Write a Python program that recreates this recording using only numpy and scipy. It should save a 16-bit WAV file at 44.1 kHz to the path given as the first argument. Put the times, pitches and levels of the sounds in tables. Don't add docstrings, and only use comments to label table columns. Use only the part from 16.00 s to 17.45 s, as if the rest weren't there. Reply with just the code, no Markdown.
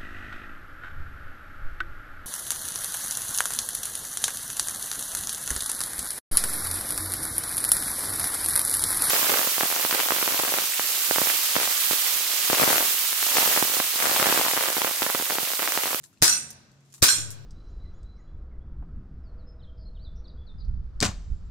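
import sys
import numpy as np
from scipy import signal
from scipy.fft import rfft, irfft
from scipy.io import wavfile
from scipy.ndimage import uniform_filter1d

SR = 44100
rng = np.random.default_rng(int(sys.argv[2]) if len(sys.argv) > 2 else 0)


def ratio(d):
    e = np.asarray(d, float) / 20
    return 10 ** e


def unload_wav(signal):
    wavfile.write(
        sys.argv[1],
        SR,
        np.round(np.clip(np.atleast_2d(signal).T, -1, 1) * 32767).astype(np.int16),
    )


N = 63945
BETWEEN_SHOTS_S = 0.73


def read(points, hz):
    f, value = np.transpose(points)
    return np.interp(np.log(hz + 1), np.log(f + 1), value)


def colour(x, spectrum):
    log_gain = np.log(ratio(read(spectrum, abs(np.fft.fftfreq(4096, 1 / SR)))))
    taps = np.fft.ifft(np.exp(np.conj(signal.hilbert(log_gain)))).real[:2048]
    return signal.oaconvolve(x, taps[None] / np.linalg.norm(taps), axes=1)[:, :N]


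def since(s):
    t = np.arange(N) / SR - s
    return np.maximum(t, 0), t >= 0


def sides(pan_db):
    return ratio([[pan_db / 2], [-pan_db / 2]])


def bursts(rows, spectrum):
    power = 0
    for s, db, fade_ms, pan_db in rows:
        t, on = since(s)
        shape = on * np.minimum(t / 0.00097, 1) * np.exp(-t * 1000 / fade_ms)
        power = power + (ratio(db) * sides(pan_db) * shape) ** 2
    return colour(np.sqrt(power) * rng.choice([-1., 1.], (2, N)), spectrum)


# (time [s], level [dB], fade [ms], left-right [dB])
CRACKS = [(0.2181, -16.5, 2.5, 1), (0.2225, -4.5, 2.2, 6), (0.2236, 6, 1.03, -2), (0.2285, -0.5, 0.86, -16),
          (0.2299, -8.5, 6.5, 12.5), (.2322, -21.5, 1, 2), (0.2344, -8.5, 3.4, -10.5),
          (0.2384, -12.5, 2.2, 3), (0.242, -7.5, 2.8, 0.5), (0.246, -9, 1.6, 1.5),
          (0.2497, -16, 2.88, -2.5), (.259, -12, 1.9, 2.5), (0.2707, -19.5, 2.4, 2), (1.0195, -31, 3, 14),
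          (1.0211, -13, 5.6, 2), (1.0258, -1, 2.18, -14), (1.0306, -4, 3.1, -3.5), (1.0338, 8, 0.67, 3),
          (1.0379, -6.5, 6.4, 6.5), (1.0401, -6, 1.86, 13), (1.047, -7, 1.8, 7), (1.066, -16, 3, 5)]
# (frequency [Hz], level [dB per Hz])
FIRST_GAS = [(250, -14), (900, -11.5), (1900, -7), (3100, -11.5), (4100, -6.5), (5700, -2), (8500, -6.5),
             (15300, -12.5), (16500, -37.5)]
# (frequency [Hz], level [dB per Hz])
SECOND_GAS = [(250, -15), (800, -13.5), (1650, -6), (2900, -11), (4150, -1), (5500, -3.5), (8000, -5),
              (15300, -12.5), (16500, -41)]


def gas():
    first = [row for row in CRACKS if row[0] < BETWEEN_SHOTS_S]
    second = [row for row in CRACKS if row[0] >= BETWEEN_SHOTS_S]
    return bursts(first, FIRST_GAS) + bursts(second, SECOND_GAS)


# (time [s], left height, right height, recovery [ms])
STEPS = [
    (0.2239, -0.3, -0.5, 2.5),
    (0.2303, -0.2, -0.15, 1.5),
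    (1.0267, -0.8, -0.12, 5),
    (1.0298, 0, -.2, 2),
    (1.0315, 0.1, 0.5, 1.5),
]


def steps():
    out = np.zeros((2, N))
    for s, left, right, back_ms in STEPS:
        t, on = since(s)
        push = on * (1 - np.exp(-t / 0.000059))
        out += np.array([[left], [right]]) * push * np.exp(-t * 1000 / back_ms)
    return out


# (time [s], ring [dB], clank [dB], left-right [dB])
BLOWS = [
    (0.279, -20.5, -11, -0.5),
    (0.2947, -36, -18.5, -3),
    (0.3242, -30.5, -37, -9.5),
    (1.0832, -21.5, -11, -2),
    (1.088, -20.5, -10.5, -2.5),
    (1.1053, -33, -24.5, -17),
    (1.183, -41, -33, 9),
]
# (frequency [Hz], level [dB per Hz])
CLANK = [(600, -29), (1520, 8), (2100, -1.5), (3000, 1.5), (5930, 5.5), (8300, -2), (13000, -25),
         (16500, -47.5)]
# (frequency [Hz], level in first shot [dB], level in second shot [dB], t60 [s])
STEEL = [(1542, -10, -6.5, 0.093), (2650, -4.5, -12, 0.042), (3324, -17.5, -9, 0.12), (4190, -7.5, -6, 0.1),
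         (5445, -8, -5.5, 0.2), (5930, 0, -2.5, 0.18), (7016, -4.5, -2.5, 0.18), (7450, -13, -8.5, 0.31),
         (8300, -2.5, -4.5, 0.15), (9150, -11, -20.5, 0.25), (9880, -9.5, -11.5, 0.18),
         (11090, -11, -9.5, 0.11), (1258, -9.5, -10.5, 0.035), (14400, -11.5, -14, 0.11)]
TWIN_SPLIT, TWIN_DB = 0.007, -9
WAVER, WAVER_S, LOOSEN_S = 1.3, 0.004, 0.015
STRIKE_DB, STRIKE_S = 5, 0.008


def steel():
    out = bursts([(s, clank_db, 3, pan_db) for s, _, clank_db, pan_db in BLOWS], CLANK)
    size = round(WAVER_S * SR)
    for hz, first_db, second_db, t60 in STEEL:
        a, b = uniform_filter1d(uniform_filter1d(rng.standard_normal((2, 2, N)), size), size)
        waver = WAVER * (a + 1j * b) / a.std()
        ring = 0
        for s, ring_db, _, pan_db in BLOWS:
            t, on = since(s)
            phase = np.exp(2j * np.pi * rng.random((2, 1)))
            twins = phase * (1 + ratio(TWIN_DB) * np.exp(-2j * np.pi * hz * TWIN_SPLIT * t))
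            mode_db = first_db if s < BETWEEN_SHOTS_S else second_db
            level = ratio(ring_db + mode_db + STRIKE_DB * np.exp(-t / STRIKE_S) - 60 * t / t60)
            loose = 1 + np.minimum(t / LOOSEN_S, 1) * waver
            ring = ring + on * level * sides(pan_db) * twins * loose
        out += (ring * np.exp(2j * np.pi * hz * since(0)[0])).real
    return out


# (time [s], level [dB], frequency [Hz], t60 [s])
BOOMS = [
    (.2288, -24, 340, .1),
    (1.0305, -25, 320, .07),
    (1.183, -41, 310, .09),
    (.385, -46, 320, .06),
    (.31, -52, 222, 1.4),
]


def booms():
    out = 0
    for s, db, hz, t60 in BOOMS:
        t, on = since(s)
        out = out + ratio(db - 60 * t / t60) * np.sin(2 * np.pi * hz * t) * sides(-2)
    return out


# (time [s], level [dB], fade [ms], left-right [dB])
CLICKS = [(.011, -57, 2.6, -7), (.0174, -58, 3, -1), (.0235, -50, 1.6, -1), (.032, -57, 8.1, -19),
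          (.0383, -41.5, 6, 6), (.0425, -58, 2, 10), (.048, -54, 3, 13), (.0595, -52, 3.2, -8),
          (.1285, -59, 4.4, 7), (.136, -63, 5.3, -1.5), (.182, -64, 6.2, 2), (.1735, -60, 1.2, -3.5),
          (.716, -57.5, 2, 11), (.806, -61, 2, -9), (.85, -67, 23, 0), (.875, -73.5, 33, 0.5),
          (.9, -64.5, 20, 1), (.911, -64, 1.9, -6.5), (.9235, -51, 5.5, 2.5), (.9283, -47.5, 2.1, -9),
          (.9393, -39, 3.2, -0.5), (.9445, -47, 14, 2.5), (.955, -51.5, 2.6, -2), (.979, -50, 7.6, 1)]
# (frequency [Hz], level [dB per Hz])
CLICK = [(410, -62), (700, -15), (1810, -11.5), (3470, -8), (7170, 1), (13900, -12.5), (15900, -21.5),
         (16500, -34)]
# (time [s], level [dB], frequency [Hz])
KNOCKS = [(0.0392, -47.5, 1760), (0.049, -48.5, 4100), (0.129, -57, 1340), (.1355, -63.5, 2700),
          (0.142, -62, 1450), (.1735, -56.5, 2650), (.174, -58.5, 4130), (.716, -61.5, 4370),
          (0.9396, -56.5, 1073), (0.9382, -54, 1670), (0.981, -53.5, 1200)]
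KNOCK_T60_S = 0.016


def clicks():
    out = bursts(CLICKS, CLICK)
    for s, db, hz in KNOCKS:
        t, on = since(s)
        level = np.minimum(t / 0.00049, 1) * ratio(db - 60 * t / KNOCK_T60_S)
        out += level * np.sin(2 * np.pi * hz * t) * sides(3)
    return out


# (time [s], level [dB], fade [ms], left-right [dB])
RETURNS = [
    (.5048, -29, 1.8, -5),
    (.509, -39.5, 5.7, 7),
    (.528, -47, 7.1, 2),
    (1.3044, -26, 1.41, 2),
    (1.309, -38.5, 15.8, 2),
    (1.322, -58, 24, 2),
]
# (frequency [Hz], level [dB per Hz])
RETURN = [(2500, -22), (4500, -11), (6500, 0.5), (11000, -4.5), (14700, -12), (16500, -32)]


def returns():
    return bursts(RETURNS, RETURN)


# (time [s] of first shot, time [s] of second shot)
RUMBLE_S = (.226, 1.125)
# (level [dB] of first shot, level [dB] of second shot)
RUMBLE_DB = (-47.5, -45.5)
# (frequency [Hz], level [dB per Hz])
RUMBLE = [(30, -6), (60, -4.5), (110, 0.5), (220, -12.5), (600, -16), (1500, -41)]
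RUMBLE_T60_S = 1.7


def rumble():
    roll = 0
    for s, db in zip(RUMBLE_S, RUMBLE_DB):
        t, on = since(s)
        roll = roll + on * ratio(db - 60 * t / RUMBLE_T60_S)
    return colour(roll * rng.standard_normal((1, N)), RUMBLE)


# (time [s], frequency [Hz], level [dB])
HUM = [(0, 144.8, -56), (.08, 139.2, -78), (.14, 141.5, -84), (0.399, 141.8, -57.5), (0.521, 141.7, -59),
       (.58, 135.1, -69), (0.639, 127.8, -67.5), (.72, 133.1, -62), (.79, 140.4, -59.5), (.97, 136.5, -61),
       (1.099, 140.4, -63.5), (1.19, 145.8, -51.5), (1.3, 131.4, -49.5), (1.37, 138.3, -55.5),
       (1.45, 135.3, -48.5)]


def hum():
    s, hz, db = np.transpose(HUM)
    now = np.arange(N) / SR
    phase = 2 * np.pi * np.cumsum(np.interp(now, s, hz)) / SR
    return np.sqrt(2) * ratio(np.interp(now, s, db)) * np.sin(phase)


# (frequency [Hz], level [dB per Hz])
AIR = [(25, -23.5), (140, -5.5), (260, -12), (510, -23), (2000, -27.5), (7500, -28), (10500, -48),
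       (16500, -67)]
# (frequency [Hz], left-right correlation)
SAME = [(60, 0.97), (130, 0.41), (290, 0.96), (640, 1), (1400, 0), (15000, 0.18)]
AIR_DB = -64


def air():
    frames, hz = N // 256 + 5, np.fft.rfftfreq(1024, 1 / SR)
    a, b, c, d, patches = rng.standard_normal((frames, 513, 5)).T
    patches = uniform_filter1d(uniform_filter1d(patches, 10, 0), 10, 1)
    same = np.clip(read(SAME, hz), -1, 1)[:, None]
    left = a + 1j * b
    right = same * left + np.sqrt(1 - same ** 2) * (c + 1j * d)
    level = ratio(read(AIR, hz)[:, None] + 0.5 * patches / patches.std())
    x = signal.istft(np.array([left, right]) * level, nperseg=1024, noverlap=768)[1][:, :N]
    return ratio(AIR_DB) * sides(2.1) * x / x.std()


def tail(decays, delay_s):
    taps = np.zeros((2, SR))
    at = np.arange(0, SR - 16, 16) + rng.integers(0, 16, (2, (SR - 1) // 16))
    np.put_along_axis(taps, at, rng.choice([-1., 1.], at.shape), 1)
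    hz, t, z = signal.stft(taps, SR, nperseg=256)
    late = signal.istft(z * ratio(-60 * t / read(decays, hz)[:, None]), SR, nperseg=256)[1]
    return np.pad(late / np.linalg.norm(late[0]), ((0, 0), (round(delay_s * SR), 0)))


# (frequency [Hz], t60 [s])
YARD = [(100, 1.8), (500, 1.3), (2000, 1.05), (6000, 0.68), (9000, 0.42), (12000, 0.25), (15000, .2)]
YARD_DB, YARD_DELAY_S = -22.5, 0.06


def space(x, wet_db, decays):
    answer = signal.fftconvolve(x, tail(decays, 0.004), axes=1)[:, :N]
    answer += ratio(YARD_DB) * signal.fftconvolve(x, tail(YARD, YARD_DELAY_S), axes=1)[:, :N]
    return x + ratio(wet_db) * answer


# (frequency [Hz], t60 [s])
PATIO = [(100, 0.07), (300, 0.36), (900, 0.27), (2000, 0.35), (5500, 0.31), (10000, 0.36), (12500, 0.27),
         (15000, 0.26)]
# (frequency [Hz], t60 [s])
NEAR = [(500, 0.23), (3000, 0.061), (8000, 0.13), (15000, 0.39)]


def scene():
    shots = space(gas(), -1.5, PATIO) + steps() + space(steel(), -4, PATIO) + booms()
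    details = space(clicks(), -2, NEAR) + space(returns(), -29, NEAR)
    return shots + details + rumble() + hum() + air()


# (crest [s], rise [s], t60 [s], height)
FLUTTERS = [
    (1.047, 0.021, 0.27, -0.007),
    (1.2166, 0.05, 1.2, .026),
]
FLUTTER_HZ, LEAN, OTHER_PORT = 101, 0.58, -0.36


def flutter():
    out = 0
    for s, rise_s, t60, height in FLUTTERS:
        t = np.arange(N) / SR - s
        swell = np.clip(1 + t / rise_s, 0, 1) ** 0.5 * ratio(-60 * np.maximum(t, 0) / t60)
        out = out + height * swell * (LEAN + np.cos(2 * np.pi * FLUTTER_HZ * t))
    return out * np.array([[1], [OTHER_PORT]])


# (time [s], frequency [Hz])
TOP = [(0, 15900), (.285, 15900), (.295, 15500), (.355, 15400), (.4, 14800), (.498, 14900), (.502, 15900),
       (.52, 15400), (.9, 15400), (.93, 15900), (1.092, 15900), (1.1, 15600), (1.295, 14900), (1.3, 15900),
       (1.325, 15800), (1.335, 15300), (1.45, 15300)]


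def narrowed(x):
    hz, t, z = signal.stft(x, SR, nperseg=512, noverlap=384)
    below = hz[:, None] < np.interp(t, *np.transpose(TOP))
    return signal.istft(z * below, SR, nperseg=512, noverlap=384)[1][:, :N]


def top_cut(x):
    return signal.sosfilt(signal.butter(12, 17080, fs=SR, output="sos"), x)


LOW_CUT_HZ, EDGE_HZ = 68, 15900
KNEE_DB, SQUEEZE, RECOVER_DB_S = -21, 0.26, 142.5
CEILING = 1.2


def record(dry):
    hz = np.fft.rfftfreq(2 * N, 1 / SR)
    x = irfft(rfft(dry, 2 * N) / np.sqrt(1 + (LOW_CUT_HZ / (hz + 1)) ** 6))[:, :N]
    power_db = 10 * np.log10(abs(uniform_filter1d((x ** 2).mean(0), 200)) + 1e-12)
    fall = np.arange(N) * RECOVER_DB_S / SR
    held_db = np.maximum.accumulate(power_db + fall) - fall
    over_db = np.maximum(held_db - KNEE_DB, 0)
    x = x / ratio(SQUEEZE * uniform_filter1d(over_db, 100))
    x = CEILING * np.tanh(x / CEILING) + flutter()
    edge = signal.firwin(255, EDGE_HZ, window=("kaiser", 6), fs=SR)
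    x = signal.oaconvolve(x, edge[None], "same")
    return top_cut(narrowed(x))


dry = scene()
out = record(dry)
unload_wav(out)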